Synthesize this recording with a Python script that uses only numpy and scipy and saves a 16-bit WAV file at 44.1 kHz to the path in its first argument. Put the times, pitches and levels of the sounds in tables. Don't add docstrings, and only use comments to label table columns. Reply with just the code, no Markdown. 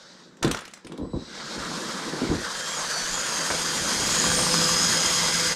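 import sys
import numpy as np
from scipy import signal
from scipy.fft import rfft, irfft, next_fast_len
from scipy.io import wavfile
from scipy.ndimage import uniform_filter1d, map_coordinates

SR = 44100
rng = np.random.default_rng(int(sys.argv[2]) if len(sys.argv) > 2 else 0)


def generate_wav(signal):
    frames = np.transpose(np.atleast_2d(signal))
    scaled = np.clip(frames, -1, 1) * 32767
    pcm = np.round(scaled).astype(np.int16)
    wavfile.write(sys.argv[1], SR, pcm)


def field_ratio(decibels):
    return 10 ** (np.asarray(decibels, dtype=float) / 20)


N = 244755
TIME = np.arange(N) / SR
TEETH = 10
RISE_S = 0.01


def unit(x):
    return x / np.sqrt(np.mean(x ** 2) + 1e-20)


def along(points, hz):
    point_hz, value = np.transpose(points)
    return np.interp(np.log(hz + 1), np.log(point_hz + 1), value)


def curves(rows):
    s, *columns = np.transpose(rows)
    return [np.interp(TIME, s, column) for column in columns]


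def wobble(rate):
    knots = rng.standard_normal(int(N * rate / SR) + 4)
    return map_coordinates(knots, [np.arange(N) * rate / SR])


def bump(s, length):
    return np.exp(-((TIME - s) / length) ** 2)


def ages(times):
    return [np.clip(TIME - s, 0, None) for s in times]


def after(times, dbs, t60):
    power = 0
    for age, db in zip(ages(times), dbs):
        power = power + (field_ratio(db - 60 * age / t60) * (1 - np.exp(-(age / RISE_S) ** 2))) ** 2
    return np.sqrt(power)


def filtered(x, response):
    m = next_fast_len(N + SR // 2)
    return irfft(rfft(x, m) * response(np.fft.rfftfreq(m, 1 / SR)), m)[:N]


def resonances(modes):
    def response(f):
        total = 0
        for k, (centre, width, db) in enumerate(modes):
            ring = 1j * f * width / (centre * centre - f * f + 1j * f * width)
            total = total + (-1) ** k * field_ratio(db) * ring
        return total
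    return response


def rush(spectrum, patchy_db):
    z = signal.stft(rng.standard_normal(N + 512), nperseg=512)[2]
    patches = uniform_filter1d(rng.standard_normal(z.shape), size=5, axis=0)
    patches = unit(uniform_filter1d(patches, size=12, axis=1))
    noise = signal.istft(z * field_ratio(patchy_db * patches), nperseg=512)[1][:N]
    return unit(filtered(noise, lambda hz: field_ratio(along(spectrum, hz))))


def bursts(times, dbs, t60, rise, spike, colour_db=0):
    out, t = np.zeros(N + SR), np.arange(SR // 5) / SR
    for s, db in zip(times, dbs):
        colour = map_coordinates(rng.standard_normal(20), [np.linspace(0, 19, len(t) // 2 + 1)])
        noise = unit(irfft(rfft(rng.standard_normal(len(t))) * field_ratio(colour_db * colour), len(t)))
        start = round(s * SR)
        out[start:][:len(t)] += field_ratio(db - 60 * t / t60) * (1 - np.exp(-t / rise)) * noise
        out[start] += spike * field_ratio(db)
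    return out[:N]


def orders(hz, table, rough, spread_hz):
    turn = 2 * np.pi * np.cumsum(hz) / SR
    clean = np.sqrt(np.clip(1 - rough, 0, 1) * 2)
    smear = lambda: np.sqrt(rough) * wobble(spread_hz)
    total = 0
    for k, db in table:
        line = (clean + smear()) * np.sin(k * turn) + smear() * np.cos(k * turn)
        total = total + field_ratio(db) * line
    return total


# start_s, level_db (gear hiss before it flutters)
DRIVE = [(0.0, -51.5), (0.25, -54.5), (0.33, -64), (1.11, -63.5), (1.21, -51), (1.35, -42.5), (1.55, -38.5),
         (1.8, -36.5), (2.3, -38), (2.7, -33.5), (3.1, -32.5), (3.6, -29.5), (4.0, -27), (4.5, -25),
         (5.55, -26.5)]


def approach_db(grows):
    hiss_db, = curves(DRIVE)
    return hiss_db - (grows - 1) * (hiss_db.max() - hiss_db)


def voice(db):
    return field_ratio(db + approach_db(grows=1.67) + 1.2 * wobble(4.036))


def teeth(hz, depth):
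    return 1 + depth * np.cos(2 * np.pi * np.cumsum(hz) / TEETH / SR)


def hidden():
    return 1 / (1 + np.exp(np.clip((TIME - PASS_S) / .02, -50, 50)))


PASS_S = 4.48
LOW_DB = -17
# multiple (of the mesh rate), level_db
LEFT_MESH = [(1, -0.5), (2, 4.5)]
# multiple (of half the left mesh rate), level_db
HALF_MESH = [(5, -6.5)]


def left_motor(left_hz, strain_db, low_db, high_db):
    whine = voice(LOW_DB + low_db) * orders(left_hz, LEFT_MESH, rough=.4, spread_hz=140)
    high = [(3, 0), (4, -1)]  # multiple, level_db
    whine += voice(-11 + strain_db + high_db) * orders(left_hz, high, rough=.2, spread_hz=140)
    whine += voice(LOW_DB) * orders(left_hz / 2, HALF_MESH, rough=.3, spread_hz=140)
    return whine * teeth(left_hz, 0.37)


# multiple (of the mesh rate), level_db
RIGHT_MESH = [(2, -9), (3, 5)]


def right_motor(right_hz, strain_db):
    glimpse = bump(2.95, .1)
    leave_db = -5 * np.clip(TIME - PASS_S, 0, None)
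    gain = voice(-8.5) * field_ratio(leave_db)
    shade_db = -12 * hidden() * (1 - glimpse) + 4 * glimpse
    tone = orders(right_hz, RIGHT_MESH, rough=.72 - glimpse / 2, spread_hz=200)
    rattle = orders(right_hz, [(3, -2.4)], rough=0.97, spread_hz=750)
    return gain * (field_ratio(shade_db + strain_db / 2) * tone + rattle) * teeth(right_hz, 0.12)


# multiple (of the right shaft rate), level_db
SHAFT = [(1, -5), (3, -7), (7, -11)]


def shaft_hum(right_hz):
    gain_db = -9 + approach_db(grows=1.57) - 1 * hidden() + 2 * wobble(4)
    return field_ratio(gain_db) * orders(right_hz / TEETH, SHAFT, rough=.18, spread_hz=25)


# multiple (of the arching pitch), level_db
ARCH = [(3, 1), (5, 6)]


def arching_whine():
    shape = bump(4.4, 0.12)
    pitch_hz = 1753 - 38.6 * (1 - shape)
    return field_ratio(-38) * shape * orders(pitch_hz, ARCH, rough=1, spread_hz=450)


# start_s, left_pitch_hz (gear mesh), right_pitch_hz (gear mesh), fuzzy_pitch_hz (centre of a treble whine)
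SPEED = [(1.4, 1570, 1600, 6330), (1.8, 1610, 1673, 6700), (2.44, 1635, 1595, 6470),
         (2.55, 1570, 1681, 7030), (2.73, 1635, 1718, 7460), (2.8, 1620, 1615, 6480),
         (2.9, 1492, 1572, 6150), (2.96, 1475, 1560, 5900), (3.05, 1500, 1555, 6070),
         (3.12, 1625, 1700, 7120), (3.28, 1670, 1658, 6720), (3.35, 1590, 1617, 6460),
         (3.45, 1564, 1617, 6500), (3.56, 1665, 1657, 6700), (3.72, 1605, 1673, 6960),
         (4.0, 1622, 1680, 6800), (4.4, 1622, 1686, 6720), (5.12, 1614, 1684, 6680),
         (5.55, 1619, 1672, 6520)]
# centre_s, length_s, low_db (left multiples 1 and 2), high_db (left multiples 3 and 4), fuzzy_db
SWELLS = [(1.9, 0.6, 3, -18, -14), (2.66, 0.2, 9, 3, 4), (2.77, .08, 2, 0, 11), (2.95, 0.12, -6, 9, 0),
          (3.15, 0.09, 6, 6, 10), (3.38, 0.08, 4, 9, 6), (3.63, 0.089, 0.5, 4, -12),
          (3.952, 0.18, 2, 0, -7), (4.203, 0.11, 2.5, -5, 6.5), (4.517, 0.14, -5, -4, -17),
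          (5.1, 0.3, 2, -7, 1)]


def motors():
    left_hz, right_hz, fuzzy_hz = curves(SPEED)
    moments = [bump(*row[:2]) for row in SWELLS]
    low_db, high_db, fuzzy_db = np.transpose(SWELLS)[2:] @ moments
    strain_db = 0.02 * np.clip(1540 - left_hz, 0, None)
    left_hz = left_hz * (1 + .0015 * wobble(25))
    right_hz = right_hz * (1 + .002 * wobble(25))
    fuzzy = voice(-10.5 + fuzzy_db) * orders(fuzzy_hz, [(1, 0)], rough=.95, spread_hz=380)
    fuzzy *= teeth(right_hz, 1.6)
    left = left_motor(left_hz, strain_db, low_db, high_db)
    right = right_motor(right_hz, strain_db)
    return left + right + shaft_hum(right_hz) + fuzzy + arching_whine()


# pitch_hz, level_db (relative)
GROWL = [(350, -14.5), (520, -0.5), (720, -6.5), (1000, 0.5), (1200, -1), (1500, 2.5), (2000, -4),
         (2500, -11.5), (3500, -16), (6000, -70)]
# pitch_hz, level_db (relative)
FAR = [(1350, -47.5), (2300, -13.5), (3800, 7), (5230, 4.5), (8450, -7.5), (9680, -21), (11200, -22),
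       (15500, -44)]
# pitch_hz, level_db (relative)
NEAR = [(1350, -23.5), (2500, -10), (3600, -7), (4950, -3.5), (5600, -5.5), (6650, -3), (7900, -8.5),
        (8700, -7.5), (9500, -17.5), (10300, -14), (12100, -23), (15500, -38.5)]


def running_gear():
    hiss_db, = curves(DRIVE)
    landing_s = 0.424
    rattle = field_ratio(-38.5) * bump(landing_s, 0.18) * (TIME > landing_s)
    idle = field_ratio(-62)
    growl_gain = field_ratio(hiss_db + 0.5 - 0.54 * np.abs(hiss_db + 37.5)) + rattle + idle
    links = wobble(45)
    clacks = (rng.random(N) < 60 / SR) * field_ratio(rng.exponential(size=N))
    clacks = field_ratio(-11) * unit(filtered(clacks, hollow))
    growl = growl_gain * (field_ratio(.5 * links + wobble(150)) * rush(GROWL, patchy_db=2.3) + clacks)
    near = np.clip((hiss_db + 41.0) / 9, 0, 1)
    hiss = np.sqrt(1 - near) * rush(FAR, patchy_db=1.2) + np.sqrt(near) * rush(NEAR, patchy_db=1.2)
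    hiss_gain = (field_ratio(hiss_db) + field_ratio(-16) * rattle) * field_ratio(0.72 * links + 0.53 * wobble(160))
    rasp = rush([(1500, -30), (2040, 0), (2900, -30), (3500, -90)], patchy_db=1.5)
    return growl + field_ratio(-36.5) * bump(5.46, 0.65) * rasp + hiss_gain * hiss


# start_s, level_db (peak), floor_level_db (floor-borne rumble, before its gains)
THUDS = [(0.411, -37, -62), (0.443, -13, -23), (.468, -20, -27.5), (0.845, -36, -53), (0.896, -33, -62),
         (0.918, -30, -62), (0.984, -26, -50), (1.011, -23.5, -37), (1.031, -25, -37), (1.134, -20, -31.5),
         (1.572, -33, -38), (2.062, -26, -55), (2.132, -20.5, -56), (2.216, -16.5, -36),
         (2.289, -19, -25.5), (2.311, -17.5, -30), (2.334, -26, -31.5), (3.501, -31.5, -40)]
# centre_s, level_db
THUMPS = [(3.04, -45), (3.125, -40)]
# start_s, level_db (shudder before it wavers)
SHAKE = [(0.0, -59), (.3, -51.5), (.8, -58), (1.4, -45.5), (1.65, -37), (2.3, -41), (2.55, -50.5),
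         (2.95, -47.5), (3.5, -41.5), (4.3, -33), (5.55, -41)]


def floor():
    (shake_db,), (hiss_db,) = curves(SHAKE), curves(DRIVE)
    times, _, floor_db = np.transpose(THUDS)
    t60_s = .25
    beside = np.clip((hiss_db + 30.5) / 1.2, 0, 1)
    rumble = np.hypot(field_ratio(shake_db - 29.5 + 21 * beside), after(times, floor_db + 2.5, t60_s))
    rumble *= rush([(12, -44), (42, 0.5), (95, -2), (140, -1.5), (400, -92.0)], patchy_db=2.0)
    for age, db in zip(ages(times), floor_db):
        envelope = field_ratio(db - 60 * age / t60_s) * (1 - np.exp(-age / RISE_S))
        rumble += envelope * np.sin(2 * np.pi * 57.2 * age)
    for s, db in THUMPS:
        rumble += field_ratio(db) * bump(s, 0.027) * np.sin(2 * np.pi * 30 * (TIME - s))
    return rumble


# pitch_hz, width_hz, level_db (relative)
TRACKS = [(154, 42.4, -0.5), (218, 78, 0), (341, 74, -3), (491, 115, -9.5)]
# pitch_hz, width_hz, level_db (relative)
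FRAME = [(159, 21, 2.5), (253, 46.5, 2), (332, 38, 3), (483, 100, -6.5), (1045, 157, -17.5)]


def frame():
    shake_db, = curves(SHAKE)
    times, blow_db, _ = np.transpose(THUDS)
    no_bass = lambda hz: hz ** 6 / (hz ** 6 + 120 ** 6)
    struck = lambda hz: resonances(FRAME)(hz) * no_bass(hz)
    shaken = lambda hz: resonances(TRACKS)(hz) * no_bass(hz)
    shudder = after(times, blow_db - 3.5, t60=.28) * unit(filtered(rng.standard_normal(N), struck))
    shudder += field_ratio(shake_db) * unit(filtered(rng.standard_normal(N), shaken))
    shudder *= field_ratio(1.26 * wobble(40))
    blows = np.zeros(N)
    blows[np.round(times * SR).astype(int)] = field_ratio(blow_db)
    ring_peak = np.abs(filtered(np.arange(N) == SR, struck)).max()
    return shudder + filtered(blows, struck) / ring_peak


# pitch_hz, width_hz, level_db
HOLLOW = [(775, 1100, 6), (1036, 356, 10), (1360, 250, 5), (2350, 180, 1)]


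def hollow(hz):
    return resonances(HOLLOW)(hz) / (1 + 1j * hz / 3500) ** 2


# start_s, level_db (snap before colouring), knock_db (hollow knock against the snap)
CLICKS = [(0.369, -42, -20), (0.427, -10.5, -11.5), (0.4347, -21.5, 6), (0.4464, -15.5, 1.5),
          (0.4764, -19.5, -11), (0.512, -8.5, -17), (0.5465, -20.5, 4.5), (0.5703, -23.5, -5),
          (0.589, -26, 0), (0.607, -26, -22), (.619, -38.5, 10), (0.652, -26, -19), (0.678, -29, -12),
          (.711, -39, -20), (0.7357, -23.5, -16), (.774, -40.5, 3.5), (0.847, -34, -30), (0.8684, -29, -5),
          (0.92, -31.5, 2), (0.976, -31.5, -5), (3.5028, -19, 7.5), (3.5112, -20.5, 8), (3.5227, -23.5, 4)]
# pitch_hz, level_db
SNAP = [(880, -3), (1500, 1), (2750, -1), (3380, 2.5), (8130, -2.5), (15500, -27)]


def clicks():
    s, db, knock_db = np.transpose(CLICKS)
    snap = bursts(s, db, t60=0.027, rise=0.0017, spike=0, colour_db=3)
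    knock = bursts(s, db + knock_db, t60=.03, rise=.0015, spike=9, colour_db=4)
    return filtered(snap, lambda hz: field_ratio(along(SNAP, hz))) + filtered(knock, hollow)


def knocks():
    s = 3.717 + .075 * np.arange(16)
    nearness_db = -10 * ((s - 4.42) / .45) ** 2
    db = 15.5 - 20 + nearness_db + 2 * rng.standard_normal(len(s))
    return filtered(bursts(s, db, t60=.01, rise=.001, spike=10), resonances([(1100, 300, 0)]))


# start_s, end_s, low_level_db (at the chop rate, before flutter), high_level_db (at twice the rate, same)
CHOP = [(1.02, 1.32, -47, -63)]


def controller():
    hiss_db, = curves(DRIVE)
    low = high = 0
    for start, end, low_db, high_db in CHOP:
        gate = (TIME > start) * field_ratio(-320 * np.clip(TIME - end, 0, 1))
        swell_db = -10 * np.clip(np.abs(1 - ((TIME - start) / .19) ** 2), 0, 1)
        low = low + field_ratio(low_db + swell_db) * gate
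        high = high + field_ratio(high_db) * gate
    turn = 2 * np.pi * 3967 * TIME
    commutator_hz = 7 * (hiss_db - hiss_db.min())
    split = 2 * np.pi * np.cumsum(commutator_hz * (1 + .05 * wobble(30))) / SR
    tone = .4 * np.sin(turn) + .7 * np.sin(turn - split) + .35 * np.sin(turn + split)
    return low * field_ratio(1.5 * wobble(90)) * tone + high * field_ratio(wobble(40)) * np.sin(2 * turn)


# pitch_hz, decay_s
ROOM = [(200, 0.05), (2000, 0.4), (10000, 0.17)]


def room(x):
    hz, t, z = signal.stft(rng.standard_normal(SR // 2), SR, nperseg=256)
    tail = signal.istft(z * field_ratio(-60 * t / along(ROOM, hz)[:, None]), SR, nperseg=256)[1]
    delayed = np.pad(x, (200, 0))
    return signal.fftconvolve(delayed, tail / np.linalg.norm(tail))[:N]


def scene():
    hits = clicks()
    contacts = hits + field_ratio(-7.0) * room(hits) + knocks()
    return (motors() + running_gear() + frame() + floor() + contacts + controller())[None]


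def band_limit(x):
    return signal.sosfilt(signal.butter(12, 15670, fs=SR, output="sos"), x)


def record(dry):
    fade = np.clip((N - np.arange(N)) / (0.027 * SR), .25, 1)
    mix = filtered(dry[0], lambda hz: hz < 15670)[None] * fade
    return band_limit(mix)


dry = scene()
out = record(dry)
generate_wav(out)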